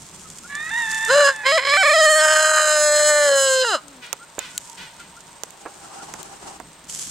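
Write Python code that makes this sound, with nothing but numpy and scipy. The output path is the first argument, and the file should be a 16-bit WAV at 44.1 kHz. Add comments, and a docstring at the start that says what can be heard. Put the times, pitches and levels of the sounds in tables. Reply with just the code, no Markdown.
"""A rooster on a wooded hillside

A rooster crows once: two short arched notes, a long rasping one that warbles and sags, a closing fall and a purr.
Its voice is a row of uneven pulses ringing a throat and windpipe; a thinner crow leads in, probably a second bird.
Dry leaves crackle as bursts of tiny clicks, hens peep in gliding tones, and soft hoarse rasps mix voice and air.
A hand-held camera clicks and its zoom motor whirrs (filtered noise), over a soft wash of air and a low rumble."""
import sys
import numpy as np
from scipy import signal
from scipy.fft import rfft, irfft, next_fast_len
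from scipy.io import wavfile
from scipy.ndimage import uniform_filter1d

SR = 44100
rng = np.random.default_rng(int(sys.argv[2]) if len(sys.argv) > 2 else 0)


def generate_wav(sig):
    """Save sig (samples, or channels by samples) to the path in sys.argv[1] as 16-bit PCM at SR."""
    pcm = np.round(np.clip(np.atleast_2d(sig).T, -1, 1) * 32767).astype(np.int16)
    wavfile.write(sys.argv[1], SR, pcm)


N = 313110
T = np.arange(N) / SR  # time of every sample in seconds


def amp(db):
    """Turns decibels into a gain."""
    return 10 ** (np.asarray(db) / 20)


def unit(x):
    """Scales a sound to rms 1."""
    return x / np.sqrt(np.mean(x ** 2) + 1e-20)


def curve(rows, axis=1, outside=None):
    """Reads one column of a time table at every sample."""
    rows = np.asarray(rows)
    return np.interp(T, rows[:, 0], rows[:, axis], outside, outside)


def read(points, hz):
    """Reads a spectrum table on a log-frequency axis."""
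    table_hz, value = np.transpose(points)
    return np.interp(np.log(hz + 1), np.log(table_hz + 1), value)


def colour(x, points):
    """Filters a sound by a spectrum table of (hz, db), then scales it to rms 1."""
    size = next_fast_len(N, True)
    gain = amp(read(points, np.fft.rfftfreq(size, 1 / SR)))
    return unit(irfft(rfft(x, size) * gain, size)[..., :N])


def wander(hz, size=16384):
    """Random motion that is slow up to about the given rate; rms 1."""
    motion_hz = np.fft.rfftfreq(size, T[-1] / size)
    slow = irfft(rfft(rng.standard_normal(size)) / (1 + (motion_hz / hz) ** 4))
    return np.interp(T, np.linspace(0, T[-1], size), unit(slow))


def stereo_noise(same):
    """Two channels of noise; same is the share of power they have in common (0-1)."""
    same = np.clip(same, 0, 1)
    return np.sqrt(same) * rng.standard_normal(N) + np.sqrt(1 - same) * rng.standard_normal((2, N))


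def ring(points, size=2048):
    """How a body with this spectrum table rings after one tap (minimum phase); peak 1."""
    log_gain = np.log(amp(read(points, abs(np.fft.fftfreq(size, 1 / SR)))))
    response = np.fft.ifft(np.exp(np.conj(signal.hilbert(log_gain)))).real[:size // 2]
    return response / abs(response).max()


def resonate(x, hz, width):
    """A steep resonance of gain 1 whose frequency may be a curve; both settings in Hz."""
    angle = (2 * np.pi * (np.cumsum(hz * np.ones(N)) / SR % 1)).astype(np.float32)
    turn = np.array([np.cos(angle), np.sin(angle)])
    r = np.exp(-np.pi * width / SR)
    # shift the resonance down to 0 Hz, smooth there, and shift it back
    smooth = signal.lfilter([(1 - r) ** 2], [1, -2 * r, r * r], x * turn)
    return 2 * (turn * smooth).sum(0)


def steady(x, size=900):
    """Evens out the level over some cycles."""
    power = abs(uniform_filter1d(uniform_filter1d(x * x, size), size))
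    return x / np.sqrt(power + 1e-12)


def add(mix, s, sound, pan_db=0):
    """Places a sound in time and between left and right (left minus right in dB)."""
    sides = amp([[pan_db / 2], [-pan_db / 2]])
    part = mix[:, round(s * SR):][:, :len(sound)]
    part += sound[:part.shape[1]] * sides / sides.mean()


def pulses(turns, count):
    """Sums equal harmonics of a running phase in turns; count may follow a curve."""
    half = np.pi * ((turns + .5) % 1 - .5) + 1e-9
    return np.sin((2 * count + 1) * half) / (2 * np.sin(half)) - .5


def gate(start, length, rise, fade):
    """Level in dB: 0 while held; rise and fade are the seconds that 20 dB take."""
    before, after = (start - T) / rise, (T - start - length) / fade
    return -20 * np.minimum(np.maximum(np.maximum(before, after), 0), 10)


def voiced(start, end):
    """Attack and release of a note, as a level in dB."""
    attack_db_per_s, release_db_per_s = 998.5, 601.5
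    return gate(start, end - start, 20 / attack_db_per_s, 20 / release_db_per_s)


def bump(middle, length):
    """A smooth hump of height 1."""
    return np.maximum(1 - (2 * (T - middle) / length) ** 2, 0) ** 2


def air():
    """A soft wash among the trees and a low rumble, whose deepest part buffets each port on its own."""
    # tone of the wash: hz, relative_db
    wash_colour = [(150, -50), (250, -8.5), (686, -1), (802, -3.5), (906, 1.5), (1260, -4), (3170, -9.5),
                   (3710, -9), (4050, -9), (5070, -13), (7980, -27), (12500, -26), (16000, -25)]
    # level of the rumble, which then wavers: time_s, level_db
    rumble_level = [(0, -50.5), (1.35, -54), (2.7, -67.5), (3.65, -62), (4.4, -56.5), (5.5, -57),
                    (7.1, -52)]
    # tone of the rumble: hz, relative_db
    rumble_colour = [(20, -20), (55, -2.5), (95, -8), (170, 3.5), (240, -4.5), (400, -8), (1000, -61)]
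    wash = colour(stereo_noise(0.61), wash_colour) * amp(-49 + 0.35 * wander(3.8))
    buffet = colour(stereo_noise(0), [(20, -2.5), (55, -6), (130, -9), (400, -48)])
    rumble = colour(stereo_noise(1.0), rumble_colour) + amp(-13.5) * buffet
    return wash + rumble * amp(curve(rumble_level) + 2 * wander(6.4))


def leaves(per_s=1400, spread_db=5.5, bed=1.0, trim_db=-1, clump_db=2.0):
    """Tiny fractures of dry leaves ring over a soft swish, with a few louder snaps."""
    # tone of a cracking leaf: hz, relative_db
    leaf_colour = [(880, -19.5), (1500, -13.5), (2190, -14.5), (2740, -12.5), (3220, -7), (3770, -12),
                   (7460, 1.5), (9370, -7), (14900, -26.5), (16000, -69)]
    # feet stir the litter: start_s, length_s, rise_s (time for 20 dB), level_db (before the trim)
    stirs = [(0, 0.24, .1, -49), (0.893, .2, 0.57, -34), (4.57, 0.1, 0.27, -47), (5.0, 0.99, 0.07, -66),
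             (6.898, 0.17, 0.014, -32)]
    # single leaves snapping: time_s, peak_db, left_minus_right_db
    snaps = [(0.301, -27, -2), (0.385, -21.5, -2), (0.5524, -18, 1.5), (0.9148, -14.5, 1.5),
             (0.9456, -16.5, 0.5), (1.0493, -12.5, 0.5), (1.362, -22.5, -1), (3.8814, -30.5, 14),
             (4.0647, -32, 5), (4.6975, -27, -15), (5.2057, -33, -12), (6.897, -21.5, -3)]
    litter_db, stir_fade_s = -53.5, 0.37  # level before the trim; fade time for 20 dB
    strength = amp(spread_db * np.minimum(rng.exponential(1, N), 4))
    grains = (rng.random(N) < per_s / SR) * rng.choice([-1, 1], N) * strength
    side = rng.uniform(0.017, 0.8, N)  # each fracture has its own place
    crack = ring(leaf_colour)
    litter = unit(signal.oaconvolve(grains * np.array([side, 1 - side]) + 0, crack[None])[:, :N]) \
        if bed == 0 else None
    if litter is None:
        dry_litter = unit(grains * np.array([side, 1 - side])) + bed * stereo_noise(0.077)
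        litter = unit(signal.oaconvolve(dry_litter, crack[None])[:, :N])
    stirring = amp(litter_db)
    for s, length, rise, db in stirs:
        stirring = stirring + amp(db + gate(s, length, rise, stir_fade_s))
    out = litter * stirring * amp(trim_db + clump_db * wander(35))
    for s, db, pan_db in snaps:
        burst = rng.standard_normal(len(crack)) * np.exp(-T[:len(crack)] / 0.0032)
        tear = np.convolve(burst, crack)
        add(out, s, amp(db) * tear / abs(tear).max(), pan_db)
    return out


def camera(whistle_hz=8255, whistle_db=-56, gear_hz=795, gear_db=-9):
    """The zoom motor's whirr, coloured noise and a gear tone, swells and stops; electronics whistle faintly."""
    # tone of the motor: hz, relative_db
    motor_colour = [(120, -63), (200, -25), (373, -8), (482, -19), (509, -17.5), (590, -15), (791, -9),
                    (883, -9.5), (1270, -16), (1420, -15.5), (2170, -26), (2960, -21), (3430, -27),
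                    (7970, -19), (16000, -52)]
    gear = None
    whirr = colour(stereo_noise(0.12), motor_colour)
    gear = unit(resonate(rng.standard_normal(N), gear_hz, 48))
    whirr = whirr + amp(gear_db) * gear
    whistle = unit(resonate(rng.standard_normal(N), whistle_hz, 91))
    running = gate(5.96, 0.606, rise=0.68, fade=0.015)
    return whirr * amp(-41.5 + running + 3.0 * wander(23.0)) + amp(whistle_db) * whistle


def hens(waver=0.026, trim_db=-2):
    """Short, slightly hoarse peeps: gliding tones whose pitch wavers."""
    # start_s, length_s, start_hz, end_hz, level_db (before the trim)
    peeps = [(0.236, 0.051, 1305, 1250, -46), (0.427, 0.056, 1280, 1530, -42.5),
             (4.185, 0.078, 1250, 1520, -43), (4.531, 0.066, 1450, 1490, -47),
             (4.985, 0.051, 1370, 1440, -43.5), (5.158, 0.04, 1270, 1500, -45.5),
             (5.82, 0.054, 1366, 1330, -47), (5.89, 0.058, 1220, 1186, -49),
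             (5.969, 0.082, 1244, 1520, -43.5)]
    out, wobble = np.zeros((2, N)), 1 + waver * wander(250)
    for s, length, start_hz, end_hz, db in peeps:
        hz = np.linspace(start_hz, end_hz, int(length * SR))
        hz = hz * wobble[int(s * SR):][:len(hz)]
        tone = np.sin(2 * np.pi * np.cumsum(hz) / SR)
        add(out, s, amp(db + trim_db) * tone * 2 * np.hanning(len(hz)))
    return out


def whine(airy=0.62, waver=0.0087, flutter_db=1.3):
    """A thin, fluttering crow from further off: pulses and breath through one fixed tone colour."""
    # course of the crow: time_s, pitch_hz, level_db
    course = [(.5, 562, -36), (.55, 578.5, -28.5), (.7, 653, -31), (.712, 887, -27), (.78, 946, -21.5),
              (.88, 874.4, -26.5), (1.07, 893, -23.5), (1.33, 888, -34.5), (1.44, 846, -31)]
    # its tone: hz, relative_db
    whine_colour = [(550, -35), (900, -8), (1200, -10), (1500, -7.5), (1850, 5.5), (2300, -13.5),
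                    (2750, -13.5), (3200, -43), (3600, -6), (4200, -30), (7000, -44), (10000, -60)]
    turns = np.cumsum(curve(course) * (1 + waver * wander(125))) / SR
    reed = unit(pulses(turns, count=12)) + airy * rng.standard_normal(N)
    level = curve(course, axis=2) + voiced(course[0][0], course[-1][0]) + flutter_db * wander(66)
    return steady(colour(reed, whine_colour)) * amp(level)


def phrase():
    """Pitch, roughness and the four register levels of the crow, note by note."""
    # two opening notes and the closing fall, each one arch of pitch: start_s, length_s, top_s (after the start),
    # start_hz, top_hz, end_hz, fundamental_db, throat_db, brassiness_db, sizzle_db
    notes = [(1.103, 0.19, 0.073, 489.7, 588.3, 550.5, -12, -19.5, -24.5, -28),
             (1.466, 0.12, 0.11, 526.3, 588.6, 518.9, -17.5, -19.5, -24, -34),
             (3.651, 0.1, .002, 476, 477, 308, -30, -25, -27, -33)]
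    # the long note climbs, holds and sags: time_s, pitch_hz
    held_pitch = [(1.61, 533), (1.69, 550.5), (1.765, 601.4), (1.84, 586), (1.925, 604), (1.945, 645.4),
                  (2.06, 618.2), (2.52, 620.3), (2.9, 595.8), (3.1, 600.2), (3.26, 580.8), (3.32, 554.2),
                  (3.635, 513)]
    # and swells out of a gurgle: time_s, fundamental_db, throat_db, brassiness_db, sizzle_db
    held_level = [(1.63, -36.5, -26, -34.5, -46), (1.71, -32, -16, -21.5, -33.5),
                  (1.84, -22.5, -16.5, -26, -32), (2.01, -15, -16, -22.5, -26.5),
                  (2.13, -17, -17, -24, -23), (2.58, -22, -18, -27.5, -22.5),
                  (2.85, -17.5, -23.5, -26.5, -22.5), (3.07, -17.5, -21.5, -25.5, -21.5),
                  (3.2, -17, -20, -30, -25), (3.34, -15.5, -24.5, -27, -25.5), (3.4, -19, -24, -25, -23),
                  (3.52, -19.5, -23, -26.5, -22.5), (3.63, -19.5, -26, -22.5, -33.5)]
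    # the voice breaks into a higher register: start_s, length_s, pitch_factor
    breaks = [(1.52, .055, 1.11), (1.771, .059, 1.275)]
    # hoarse patches: middle_s, length_s, added_roughness (0-1)
    hoarse = [(1.19, .16, .3), (1.635, .17, .52), (1.735, .09, .2), (2.33, .36, .23), (2.58, .48, .25),
              (3.0, .18, .16), (3.31, .15, .23)]
    clear_rough, edge_rough, edge_s, lead_in_s = .08, .28, .05, .014
    held_start, held_end = held_pitch[0][0], held_pitch[-1][0]
    # after the second break the pitch warbles, slowing and settling
    warble_s, warble_hz, slowing_s, warble_depth, warble_decay_s = 1.836, 28.27, 0.3706, 0.059, 0.23
    since = np.maximum(T - warble_s, 0)
    warble = np.sin(2 * np.pi * warble_hz * slowing_s * np.log1p(since / slowing_s))
    pitch = curve(held_pitch) * (1 - warble_depth * warble * np.exp(-since / warble_decay_s))
    loudest = voiced(held_start, held_end)
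    levels = np.array([curve(held_level, axis=k + 1) for k in range(4)]) + loudest
    rough = clear_rough + sum(height * bump(s, length) for s, length, height in hoarse)
    for s, length, top_s, start_hz, top_hz, end_hz, low_db, throat_db, brass_db, sizzle_db in notes:
        # 0 at the top of the arch, 1 at its ends
        off = np.interp(T, [s, s + min(top_s, length), s + length], [1, 0, 1]) ** 1.7
        # just outside the note the pitch drops by a further share of the arch
        beyond = np.clip(np.maximum(s - T, T - s - length) / (2 * lead_in_s), 0, 1)
        arch_hz = top_hz - np.where(T < s + top_s, start_hz, end_hz)
        arch = top_hz - arch_hz * (off + .6 * beyond)
        envelope = voiced(s, s + length)
        pitch = np.where(envelope > loudest, arch, pitch)
        loudest = np.maximum(loudest, envelope)
        # away from the top the fundamental thins and the throat blares
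        registers = [low_db - 7.5 * off, throat_db + 7 * off, brass_db, sizzle_db]
        levels = np.maximum(levels, [db + envelope for db in registers])
        # the voice is rough as it catches and, before the closing fall, as it lets go
        catch = bump(s - lead_in_s, edge_s)
        let_go = bump(s + length + lead_in_s, 2 * edge_s) * (s < held_end)
        rough = np.maximum(rough, clear_rough + edge_rough * (catch + let_go))
    for s, length, factor in breaks:
        pitch = pitch * np.where((T > s) & (T < s + length), factor, 1)
    # until the warble starts the pitch also trembles; a faint waver runs throughout
    pitch = pitch * (1 + .014 * (T < warble_s) * wander(36) + .0025 * wander(18))
    # the upper registers sway in strength
    levels[1:] += 1.2 * np.array([wander(25) for _ in range(3)])
    return uniform_filter1d(pitch, size=300), rough, levels


def crow(jitter_hz=350, jitter=.06, drift=0.011, shimmer=0.54, stumble=3.7, hiss=.22, rattle=1.3, beating_db=5.5,
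         second_db=-6, growl_db=-10, leak_db=-22, half_db=-30, beak_width=400, hollow_width=750):
    """Uneven pulses of the syrinx (the bird's voice organ) ring the throat and the windpipe."""
    # strong and weak pulses alternate: time_s, depth (0-1)
    doubling_depth = [(1.3, 0.17), (2.14, .04), (2.23, 0.78), (2.85, .58), (3.3, 0.89), (3.52, 0.15),
                      (3.7, 0)]
    # neck and beak retune the voice: time_s, main_resonance_hz, windpipe_factor, hollow_hz
    beak_course = [(1.1, 1463, 0.99, 3470), (1.3, 1546, 0.99, 3870), (1.47, 1934, .99, 2576),
                   (1.92, 1920, 1.019, 2900), (2.0, 1750, 0.99, 2720), (2.2, 1674, 1.08, 2660),
                   (2.22, 1620, 1.023, 4270), (2.62, 1491, 0.99, 3395), (2.95, 1670, 1.011, 2890),
                   (3.25, 1680, 1.013, 2720), (3.45, 1500, 1.015, 2500), (3.64, 1588, .98, 2383),
                   (3.78, 1240, 0.99, 2393)]
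    # windpipe resonances: hz (before the windpipe factor), width_hz, relative_db
    windpipe = [(2992, 270, 2), (4117, 174, 8), (5152, 265, 6), (6910, 1730, 4), (7645, 186, 9),
                (8990, 300, -1), (10110, 630, -8.5), (12560, 400, -19)]
    pitch, rough, levels = phrase()
    turns = np.cumsum(pitch * (1 + drift * rough * wander(200))) / SR + jitter * rough * wander(jitter_hz)
    # every other pulse is weaker and a little late; when rough, this alternation stumbles
    doubling = curve(doubling_depth) * np.cos(np.pi * turns + stumble * rough * wander(31.3))
    folds = pulses(turns + 0.049 * doubling, count=16000 / pitch) * (1 + doubling)  # harmonics up to 16 kHz
    puffs = unit((0.37 + np.exp(-(turns % 1) / 0.94)) * rng.standard_normal(N))  # breath in time with the pulses
    drive = unit(folds) * (1 + shimmer * rough * wander(130)) + hiss * rough * puffs
    fundamental = resonate(resonate(drive, pitch, 136), pitch, 550)
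    fundamental += amp(half_db) * resonate(drive, pitch / 2, 60)  # the alternation sounds an octave below
    # a wide-open beak raises the main resonance and damps it
    beak = curve(beak_course)
    damped = np.clip((beak - 1700) / 350, 0, 1)
    throat = (1 - damped) * resonate(drive, beak, beak_width) + damped * resonate(drive, beak, 2130)
    throat += amp(second_db) * resonate(drive, 2 * pitch, 165)
    throat += amp(growl_db) * resonate(drive, 1.5 * pitch, 49)
    throat += amp(leak_db) * resonate(drive, 2270, 210)
    throat += rattle * rough * (1 - damped) * resonate(puffs, beak, 240)  # noisy puffs rattle the main resonance
    throat = colour(throat, [(300, -59), (550, 15.5), (800, 5.5), (2350, 6.5), (2700, 4), (5000, -4)])
    stretch = curve(beak_course, axis=2)
    pipe = sum(amp(db) * resonate(drive, hz * stretch, width) for hz, width, db in windpipe)
    # a moving hollow is cut out of the spectrum, twice over in the windpipe
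    hollow = curve(beak_course, axis=3)
    for _ in range(2):
        pipe = pipe - resonate(pipe, hollow, hollow_width)
    throat = throat - resonate(throat, hollow, hollow_width)
    brass = colour(pipe, [(1000, -30), (2400, 2), (2850, 5.5), (5400, -0.5), (6200, -20.5)])
    sizzle = colour(pipe, [(5600, -27.5), (6300, 0.5), (16000, 5.0)])
    # in rough stretches each upper register beats on its own
    registers = [steady(fundamental)]
    for part in (throat, brass, sizzle):
        registers.append(steady(part * amp(beating_db * rough * wander(143))))
    return sum(part * amp(db) for part, db in zip(registers, levels))


def purr(octave_db=-8):
    """A soft falling tone with its octave as the throat relaxes at the end of the crow."""
    # time_s, pitch_hz (before a random waver), level_db
    course = [(3.8, 299, -64), (3.88, 287.3, -50), (3.98, 255, -51), (4.04, 243, -59)]
    phase = 2 * np.pi * np.cumsum(curve(course) * (1 + 0.01954 * wander(65.3))) / SR
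    tone = unit(np.sin(phase) + amp(octave_db) * np.sin(2 * phase))
    return tone * amp(curve(course, axis=2, outside=-140))


def ports(x):
    """The two microphone ports hear the birds' crowing with different level and phase."""
    # hz, left_minus_right_db
    balance = [(60, -10), (110, -2), (200, 5), (380, -0.5), (700, 3), (1290, 0), (2380, -6.5), (4400, -2.5),
               (8120, 0.5), (15000, -2.5)]
    # hz, left_minus_right_radians
    lead = [(0, -0.12), (1290, -0.049), (1810, -0.77), (4050, 0.59), (5510, -0.58), (6290, 0.77),
            (6550, 0.76), (6890, 0.41), (8530, -1.06), (10700, -0.3), (10900, -1.04), (13800, 0.79),
            (15000, -0.2), (16000, 0.0)]
    hz = np.fft.rfftfreq(N, 1 / SR)
    half = amp(read(balance, hz) / 2) * np.exp(.5j * read(lead, hz))  # each port takes half the difference
    return irfft(rfft(x) * np.array([half, 1 / half]), N)


def woods(x):
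    """Trunks scatter sparse echoes; above 1.5 kHz, the higher the pitch the sooner they die."""
    # hz, t60_s (time to fall by 60 dB)
    echo_time = [(200, 0.61), (1500, 1), (4000, 0.73), (10000, 0.029)]
    sparse = rng.standard_normal((2, SR)) * (rng.random((2, SR)) < 1500 / SR)
    taps = sparse * (T[:SR] > .012)
    hz, t, z = signal.stft(taps, SR, nperseg=256)
    fading = amp(-60 * t / read(echo_time, hz)[:, None])
    tail = signal.istft(z * fading, SR, nperseg=256)[1]
    return signal.fftconvolve(x[None], tail / np.linalg.norm(tail[0]), axes=1)[:, :N]


def rasps(rise_s=0.013, fade_s=0.14, pitch_hz=495):
    """Soft hoarse rasps, probably from the birds: air with an unsteady voice in it."""
    # start_s, length_s, level_db
    moments = [(4.028, 0.016, -37.5), (4.39, 0.068, -37.5), (4.779, 0.054, -38), (4.998, 0.013, -45.5)]
    # hz, relative_db
    rasp_colour = [(600, -15), (1100, -8), (1500, -0.5), (1950, -2), (2500, -1), (3300, -2.5), (4300, -7),
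                   (6000, -12.5), (12000, -25)]
    unsteady_hz = pitch_hz * (1 + .015 * wander(120) + .025 * wander(25))
    voice = unit(pulses(np.cumsum(unsteady_hz) / SR, count=14))
    level = sum(amp(db + gate(s, length, rise_s, fade_s)) for s, length, db in moments)
    return colour(.5 * voice + stereo_noise(.2), rasp_colour) * level


def handling(click_trim_db=2, thud_trim_db=5, thud_decay=0.0068, chatter=0.15, chatter_decay=0.0019, size=4000):
    """Fingers click the camera's shell, which rings briefly over a dull thud; decays in seconds."""
    # clicks: time_s, peak_db (before the trim), left_minus_right_db, thud_db (before the trim)
    clicks = [(4.1293, -5, -18, -32.5), (4.391, -11.5, -17, -35), (4.5788, -5.5, 2.5, -69),
              (5.4354, -11.5, -19, -40.5), (5.5063, -24.5, -24, -78), (6.1388, -18, -10, -35),
              (6.23, -20.5, 11, -65), (6.6001, -29, -15, -33.5)]
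    # dull knocks of the hand and the lens drive: time_s, level_db, decay_s
    knocks = [(4.382, -24.5, 0.004), (5.435, -26.5, 0.0024), (5.654, -33, 0.0042), (5.659, -25, 0.011)]
    # tone of the ringing shell: hz, relative_db
    shell_colour = [(60, -65), (300, -33), (1500, -9), (3500, -3), (5200, -6.5), (6500, 3), (7400, 8.5),
                    (8400, -4), (11000, -8.5), (16000, -11)]
    # tone of the thud: hz, relative_db
    thud_colour = [(40, -45), (150, -44), (300, 6.5), (850, 11), (1400, 4), (2600, -9), (5000, -54),
                   (12000, -55)]
    out, t, tick = np.zeros((2, N)), T[:size], ring(shell_colour)
    # one long dull noise is cut into pieces, one for each thud or knock
    dull = colour(rng.standard_normal(N), thud_colour)[:N // size * size].reshape(-1, size)
    for (s, db, pan_db, low_db), body in zip(clicks, dull):
        contact = (t == 0) + chatter * rng.standard_normal(size) * np.exp(-t / chatter_decay)
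        click = np.convolve(contact, tick)
        add(out, s, amp(db + click_trim_db) * click / abs(click).max(), pan_db)
        add(out, s, amp(low_db + thud_trim_db) * body * np.exp(-t / thud_decay), pan_db / 2)
    for (s, db, decay), body in zip(knocks, dull[::-1]):
        add(out, s, amp(db) * body * np.exp(-t / decay), pan_db=-5.5)
    return out


def far_hens(murmur_hz=930, width=90, rise_s=0.059, fade_s=0.25):
    """Hens murmur far off: noise through one narrow resonance, blurred by slow fades."""
    # start_s, length_s, level_db
    calls = [(4.682, 0.039, -49), (4.824, 0.032, -53), (5.08, 0.094, -59), (5.292, 0.073, -58)]
    level = sum(amp(db + gate(s, length, rise_s, fade_s)) for s, length, db in calls)
    return unit(resonate(rng.standard_normal(N), murmur_hz, width)) * level


def scene(echo_db=-32):
    """The crowing and its echoes, the hens and leaves around it, the camera's own noises."""
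    crowing = crow() + whine() + purr()
    birds = ports(crowing) + amp(echo_db) * woods(crowing) + hens() + far_hens() + rasps()
    return birds + leaves() + handling() + camera() + air()


def record(dry):
    """Clips at full scale, then removes everything above about 16 kHz."""
    lowpass = signal.firwin(301, 16000, window=("kaiser", 9), fs=SR)
    return signal.oaconvolve(np.clip(dry, -1, 1), lowpass[None], "same")


dry = scene()
out = record(dry)
generate_wav(out)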